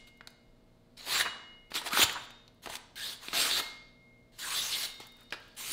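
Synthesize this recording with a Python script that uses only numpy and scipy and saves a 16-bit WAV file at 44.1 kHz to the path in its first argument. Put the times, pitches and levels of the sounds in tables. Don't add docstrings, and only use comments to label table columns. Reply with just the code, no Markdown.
import sys
import numpy as np
from scipy import signal
from scipy.fft import rfft, irfft, next_fast_len
from scipy.io import wavfile
from scipy.ndimage import uniform_filter1d

SR = 44100
rng = np.random.default_rng(int(sys.argv[2]) if len(sys.argv) > 2 else 0)


def master(y):
    cut = np.clip(np.atleast_2d(y).T, -1, 1)
    pcm = np.round(cut * 32767)
    wavfile.write(sys.argv[1], SR, pcm.astype(np.int16))


N = 252593

# frequency in Hz, relative density in dB per Hz.
AIR_SPECTRUM = [(12, -28.5), (22, 8), (44, -1), (62, -10.5), (120, -3), (200, -10.5), (240, -2),
                (320, -11.5), (680, -17.5), (760, -17), (1800, -27), (3000, -30), (4200, -28), (5200, -33),
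                (16000, -44)]
AIR_DB = -63
# frequency in Hz, rms level in dB about which it drifts.
FRIDGE_HUM = [(118.4, -73.5), (177.6, -75.5), (236.9, -72), (349.9, -81.5), (468.3, -75.5), (527.6, -81),
              (586.8, -80), (646.0, -77), (705.2, -87)]
# frequency in Hz, time to fall 60 dB in seconds.
ROOM_T60 = [(200, 0.68), (1000, 0.71), (3000, 0.63), (5000, 0.71), (7500, 0.5), (10000, 0.35),
            (12500, 0.16), (15000, 0.2)]
# frequency in Hz, relative level in dB.
ECHO_COLOUR = [(200, 7), (4500, -1.5), (6000, -1.5), (15000, -0.5)]
ECHO_DB = -11.5
EARLIER_CUT_DB = -40

# start in seconds, level in dB, frequency in Hz.
AIR_PUFFS = [(1.252, -46, 250), (1.933, -34, 245), (1.992, -23.5, 320), (2.03, -36, 93), (2.66, -42, 303),
             (2.672, -44, 412), (2.698, -43, 640), (3.282, -42, 302), (3.334, -39, 290), (3.608, -41, 336),
             (5.002, -42, 360)]
# start in seconds, peak in dB.
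SETTLING_TICKS = [(0.173, -59), (0.3032, -51), (2.1265, -32.5), (2.1414, -47), (2.5451, -61), (5.069, -41),
                  (5.1202, -50), (5.167, -49), (5.2065, -47), (5.232, -52), (5.4005, -50), (5.48, -52),
                  (5.5513, -52)]
TICK_T60 = 0.025
# start in seconds, end in seconds, first pitch in Hz,
# last pitch in Hz, bandwidth in Hz, rms in dB before the swell.
PATCH_BUZZES = [(.97, 1.06, 4000, 4250, 450, -52), (.968, 1.05, 5480, 5500, 110, -61),
                (4.53, 4.66, 3400, 3760, 520, -37.5), (4.7, 4.78, 4500, 2740, 1850, -33.5),
                (3.0, 3.11, 3300, 4200, 710, -41.5), (1.08, 1.2, 920, 1300, 450, -43),
                (3.33, 3.39, 675, 710, 130, -41.5), (1.259, 1.29, 1430, 1400, 670, -40),
                (1.326, 1.397, 790, 1300, 440, -54.5), (1.855, 1.881, 1840, 1660, 150, -51.5),
                (1.906, 1.978, 1300, 1400, 400, -35), (2.685, 2.78, 2000, 3500, 2000, -50),
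                (3.327, 3.413, 1360, 2100, 460, -50), (2.147, 2.185, 940, 1600, 930, -37.5),
                (2.956, 3.073, 1597, 1780, 170, -47), (3.48, 3.6, 3400, 4300, 900, -33.5),
                (4.41, 4.51, 1840, 1140, 540, -44.5), (4.44, 4.62, 1040, 1210, 220, -47.5),
                (2.012, 2.042, 2100, 4200, 1200, -23.5), (4.6, 4.72, 5850, 6600, 1200, -38.5)]
# start in seconds, body peak in dB, body pitch in Hz, tick peak in dB.
CREASE_SNAPS = [(0.209, -34, 1430, -77), (0.273, -30, 3920, -41.5), (0.972, -40, 4080, -67),
                (1.718, -27.5, 1420, -54.5), (1.742, -25, 3980, -42.5), (1.815, -32, 820, -41),
                (1.874, -25.5, 2190, -38), (1.887, -28, 4240, -39.5), (1.908, -28.5, 1560, -41.5),
                (1.931, -20.5, 1620, -27), (1.973, -15, 1260, -39), (1.994, -20, 1000, -41),
                (2.034, -26, 900, -47), (2.096, -23, 2020, -52), (2.305, -44.5, 2006, -52),
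                (2.479, -40.5, 3920, -68.5), (2.659, -29, 1190, -35.5), (2.672, -27.5, 594, -65),
                (2.698, -30.5, 780, -37), (2.724, -35, 2500, -49), (2.738, -31.5, 1630, -48.5),
                (2.754, -26, 4240, -33), (2.767, -30.5, 4330, -39), (3.284, -23, 2400, -55),
                (3.331, -19.5, 1520, -38.5), (3.406, -35, 4190, -33.5), (3.512, -18, 3480, -42),
                (5.001, -39, 855, -42), (5.307, -36.5, 3730, -62), (5.324, -22, 1900, -43)]
# frequency in Hz, relative level in dB.
CRACK_SPECTRUM = [(150, -22.5), (400, 0.5), (1500, 2), (4500, -2), (6000, -14), (10000, -33)]
SNAP_T60, SNAP_FALL = .034, .35

# frequency in Hz,
# drive by the cut in dB.
BLADE_MODES = [(2138, -17), (2899, -21), (3701, -31.5), (4252, -28.5), (4530, -20), (7700, -27.5),
               (13600, -20), (14920, -20), (5480, -16), (6210, -14), (8450, -23.5), (10550, -30)]
# start in seconds, next touch in seconds, then the starting rms in dB
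FREE_RINGS = [(0, .96, -60, -63, -79, -80, -99, -99, -99, -99),
              (1.215, 1.705, -52, -42, -78, -58, -66, -62, -62, -49),
              (2.19, 2.62, -70, -72, -57, -70, -99, -99, -99, -99),
              (3.605, 4.38, -47, -76, -71, -48, -72, -72, -64, -62),
              (4.86, 5.32, -54, -60, -52, -58, -68, -70, -66, -56)]
FREE_T60 = [1.8, 1.4, 1.8, .45, .5, .3, .14, .2]
# deepest moment in seconds,
# mode counted from zero, depth in dB, half width in seconds.
BLADE_TURNS = [(.12, 1, 5, .1), (.56, 0, 8, .04), (1.34, 0, 10, .06), (1.41, 1, 6, .06), (1.7, 1, 8, .1),
               (2.28, 2, 10, .015), (2.56, 2, 14, .09), (3.77, 2, 12, .07), (3.93, 0, 9, .09),
               (4.3, 0, 5, .07), (5.0, 1, 14, .09), (5.04, 2, 10, .03), (5.05, 0, 4, .03),
               (5.18, 2, 6, .012), (5.23, 0, 11, .08)]

# frequency in Hz, relative level in dB.
HISS_SPECTRUM = [(300, -38), (1500, -12.5), (3000, -6), (5000, -14), (7000, 4.5), (10000, 1), (13000, -3),
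                 (16000, -9)]
# frequency in Hz, relative level in dB.
FLAP_SPECTRUM = [(60, -34), (150, -26), (300, -4), (600, -4), (1100, 1.5), (1700, 2.5), (2600, 0.5),
                 (5000, -43.5)]
# time in seconds, edge hiss in dB.
EDGE_STROKES = [
    [(.968, -75), (.978, -61.5), (1.053, -59), (1.065, -49.5), (1.125, -38), (1.145, -34.5), (1.185, -37.5),
     (1.213, -32.5), (1.24, -58)],
    [(1.704, -70), (1.708, -61), (1.728, -68), (1.757, -36.5), (1.785, -45), (1.82, -65.5)],
    [(1.82, -69), (1.87, -41), (1.905, -63)],
    [(1.905, -58), (1.935, -40.5), (1.985, -32), (2.017, -27.5), (2.036, -25), (2.055, -46), (2.065, -51.5),
     (2.14, -59.5)],
    [(2.62, -72), (2.638, -52), (2.685, -62), (2.694, -51), (2.76, -49.5), (2.79, -76)],
    [(2.957, -56), (2.964, -52), (3.04, -45.5), (3.128, -48), (3.19, -72)],
    [(3.19, -77.5), (3.234, -54), (3.296, -56.5), (3.326, -56), (3.342, -39), (3.4, -33), (3.45, -36),
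     (3.524, -43), (3.6, -34.5), (3.61, -49), (3.78, -80)],
    [(4.32, -76.5), (4.38, -67.5), (4.392, -46.5), (4.47, -43.5), (4.582, -37.5), (4.61, -40.5),
     (4.69, -43), (4.75, -43.5), (4.812, -39), (4.856, -39.5), (4.868, -50.5), (4.995, -74)],
    [(5.563, -77), (5.568, -52), (5.59, -43), (5.626, -45.5), (5.727, -38.5)],
]
# ring above the hiss in dB,
# flap above the hiss in dB.
SHEET_HANG = [(3.5, 0.5), (5, -0.5), (1, 4), (2.5, 0.5), (-4, -5.5), (1, -7.5), (3, -0.5), (1, -7.5),
              (-4, -8.5)]
FIRM_DB = -40
RING_SLOPE, FLAP_SLOPE = -0.12, -0.13
# loudest moment in seconds, rise in seconds, fall in seconds,
# hiss in dB, ring above the hiss in dB, flap above the hiss in dB.
SHEET_RUSTLES = [(.075, 0.01, 0.034, -60.5, 2, -3), (1.261, 0.035, 0.033, -61, 18, 28),
                 (2.16, 0.021, 0.035, -86, -27.5, 25), (2.255, .4, .02, -62.5, -0.5, 0),
                 (2.308, .008, 0.0093, -60.5, 2.5, 9), (5.001, 0.0043, 0.11, -58, 10, 5),
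                 (5.207, 0.092, 0.11, -71, 2, 8.5), (5.335, 0.015, 0.037, -70, 26.5, 31),
                 (5.43, .3, 0.51, -79, 16.5, 2)]
RUSTLE_SPAN_DB = 25

# frequency in Hz, gain in dB.
MIC_RESPONSE = [(2500, -0.5), (3900, 1), (4800, -0.5), (5500, -2), (16000, -0.5)]
RECORDER_LIMIT_HZ = 15750


def gain_of(db):
    return 10 ** (np.asarray(db) / 20)


def evened(x):
    return x / np.sqrt(np.mean(x ** 2) + 1e-20)


def peaked(x):
    return x / abs(x).max()


def read(points, hz):
    f, value = np.transpose(points)
    return np.interp(np.log(hz + 1), np.log(f + 1), value)


def add(mix, s, sound):
    part = mix[round(s * SR):][:len(sound)]
    part += sound[:len(part)]


def colour(x, spectrum):
    size = next_fast_len(len(x))
    gain = gain_of(read(spectrum, np.fft.rfftfreq(size, 1 / SR)))
    return irfft(rfft(x, size) * gain, size)[:len(x)]


def resonate(x, hz, width):
    turn = np.exp(2j * np.pi * np.cumsum(hz * np.ones(len(x))) / SR)
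    r = np.exp(-np.pi * width / SR)
    smooth = signal.lfilter([1 - r], [1, -r], x / turn)
    return 2 * (turn * smooth).real


def air_noise():
    return gain_of(AIR_DB) * evened(colour(rng.standard_normal(N), AIR_SPECTRUM))


def fridge():
    t, hum = np.arange(N) / SR, np.zeros(N)
    for hz, db in FRIDGE_HUM:
        drift = evened(uniform_filter1d(rng.standard_normal(N), size=6000))
        tone = np.sqrt(2) * np.sin(2 * np.pi * (hz * t + rng.random()))
        hum += gain_of(db + 0.83 * drift) * tone
    return hum


def kitchen_echo(x):
    taps = np.zeros(SR)
    at = np.arange(200, SR - 20, 20)
    taps[at + rng.integers(0, 20, len(at))] = rng.choice([-1., 1.], len(at))
    hz, t, z = signal.stft(taps, SR, nperseg=256)
    decay_db = -60 * t / read(ROOM_T60, hz)[:, None]
    colour_db = read(ECHO_COLOUR, hz)[:, None]
    tail = signal.istft(z * gain_of(decay_db + colour_db), SR, nperseg=256)[1]
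    return gain_of(ECHO_DB) * signal.fftconvolve(x, tail / np.linalg.norm(tail))[:len(x)]


def earlier_cut():
    noise = rng.standard_normal(SR // 10)
    ring = resonate(noise, 3600.0, 2800.0)
    cut = evened(ring + .5 * colour(noise, HISS_SPECTRUM))
    return np.r_[gain_of(EARLIER_CUT_DB) * cut, np.zeros(SR // 10)]


def puffs():
    out = np.zeros(N)
    for s, db, hz in AIR_PUFFS:
        turns = np.arange(round(2.6 * SR / hz)) * hz / SR
        add(out, s, gain_of(db) * np.sin(2 * np.pi * turns) * signal.windows.hann(len(turns)))
    return out


def ticks():
    out, t = np.zeros(N), np.arange(3000) / SR
    high = signal.butter(2, 5500., "high", fs=SR)
    fade = gain_of(-60 * t / TICK_T60) * np.minimum(t / 0.00073, 1)
    for s, db in SETTLING_TICKS:
        treble = signal.lfilter(*high, rng.standard_normal(len(t)))
        add(out, s, gain_of(db) * peaked(fade * treble))
    return out


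def buzzes():
    out = np.zeros(N)
    for start, stop, first_hz, last_hz, width_hz, db in PATCH_BUZZES:
        u = np.linspace(0, 1, round((stop - start) * SR))
        hz = first_hz + (last_hz - first_hz) * u
        tone = resonate(resonate(rng.standard_normal(len(u)), hz, width_hz), hz, width_hz)
        swell = np.sin(np.pi * u ** 0.89)
        add(out, start, gain_of(db) * evened(tone) * swell)
    return out


def snaps():
    out, t = np.zeros(N), np.arange(3000) / SR
    for s, body_db, hz, tick_db in CREASE_SNAPS:
        rattle, tick, crack = rng.standard_normal((3, len(t)))
        t60 = SNAP_T60 * (hz / 1e3) ** -SNAP_FALL
        fade = gain_of(-60 * t / t60) * np.minimum(t / .0004, 1)
        kicked = rattle + 6.7 * (np.arange(len(t)) == 14)
        width = .6 * hz + 600.0
        ring = evened(resonate(resonate(kicked, hz, width), hz, width))
        body = ring + 0.69 * evened(colour(crack, CRACK_SPECTRUM))
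        add(out, s, gain_of(body_db) * peaked(fade * body))
        add(out, s, gain_of(tick_db) * peaked(fade * colour(tick, HISS_SPECTRUM)))
    return out


def free_blade():
    t, hz = np.arange(N) / SR, np.transpose(BLADE_MODES)[0][:8, None]
    tones = np.sqrt(2) * np.sin(2 * np.pi * (hz * t + rng.random((8, 1))))
    level = np.zeros((8, N))
    for start, stop, *levels_db in FREE_RINGS:
        on = (t >= start) & (t < stop)
        level[:, on] = gain_of(np.c_[levels_db] - 60 * (t[on] - start) / np.c_[FREE_T60])
    for s, mode, depth_db, half_s in BLADE_TURNS:
        level[round(mode)] *= gain_of(-depth_db * np.exp(-((t - s) / half_s) ** 2))
    return (uniform_filter1d(level, size=300, axis=1) * tones).sum(0)


def patchy(x, patch_db):
    z = signal.stft(x, nperseg=256, noverlap=192)[2]
    across_hz = uniform_filter1d(rng.standard_normal(z.shape), size=3, axis=0)
    patches = evened(uniform_filter1d(across_hz, size=30, axis=1))
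    return evened(signal.istft(z * gain_of(patch_db * patches), nperseg=256, noverlap=192)[1][:N])


def crackle(per_s, spread_db, clump_db):
    clumps = evened(uniform_filter1d(rng.standard_normal(N), size=180))
    spread = np.minimum(rng.exponential(1, N), 5)
    size = gain_of(spread_db * spread + clump_db * clumps)
    return size * rng.choice([-1., 1.], N) * (rng.random(N) < per_s / SR)


def cut_levels():
    t, out = np.arange(N) / SR, np.zeros((3, N))
    for rows, (ring_db, flap_db) in zip(EDGE_STROKES, SHEET_HANG):
        s, db = np.transpose(rows)
        on = (t >= s[0]) & (t < s[-1])
        hiss_db = np.interp(t[on], s, db)
        above_firm = hiss_db - FIRM_DB
        ring_offset = ring_db + RING_SLOPE * above_firm
        flap_offset = flap_db + FLAP_SLOPE * above_firm
        out[:, on] += gain_of(hiss_db + np.array([0 * above_firm, ring_offset, flap_offset]))
    for s, rise, fall, hiss_db, ring_db, flap_db in SHEET_RUSTLES:
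        away = np.minimum(np.where(t < s, (s - t) / rise, (t - s) / fall), 8)
        out += gain_of(hiss_db + np.c_[[0, ring_db, flap_db]]) * gain_of(-RUSTLE_SPAN_DB * away)
    return uniform_filter1d(out, size=90, axis=1)


def rubbed_blade(fibres, hiss, ring):
    rub, out = evened(fibres), np.zeros(N)
    for hz, db in BLADE_MODES:
        level = ring if hz < 5000 else hiss
        out += gain_of(db) * level * evened(resonate(rub, hz, 0.0078 * hz))
    return out


def cuts():
    hiss, ring, flap = cut_levels()
    fibres = crackle(14000., 1.2, 0.91)
    taut = resonate(resonate(fibres, 3750.0, 2800.0), 3850., 2700.0)
    loose = colour(crackle(6000., 1.8, 1.4), FLAP_SPECTRUM)
    sheet = hiss * patchy(colour(fibres, HISS_SPECTRUM), 4.8)
    sheet += ring * patchy(taut, 2.7)
    sheet += flap * patchy(loose, 3.2)
    return sheet + rubbed_blade(fibres, hiss, ring)


def scene():
    paper = cuts() + snaps() + ticks() + buzzes()
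    lead = earlier_cut()
    echo = kitchen_echo(np.r_[lead, paper])[len(lead):]
    return (paper + echo + puffs() + free_blade() + air_noise() + fridge())[None]


def record(dry):
    heard = colour(dry[0], MIC_RESPONSE)[None]
    low_pass = signal.firwin(511, RECORDER_LIMIT_HZ, window=("kaiser", 9), fs=SR)[None]
    return signal.oaconvolve(heard, low_pass, "same")


dry = scene()
out = record(dry)
master(out)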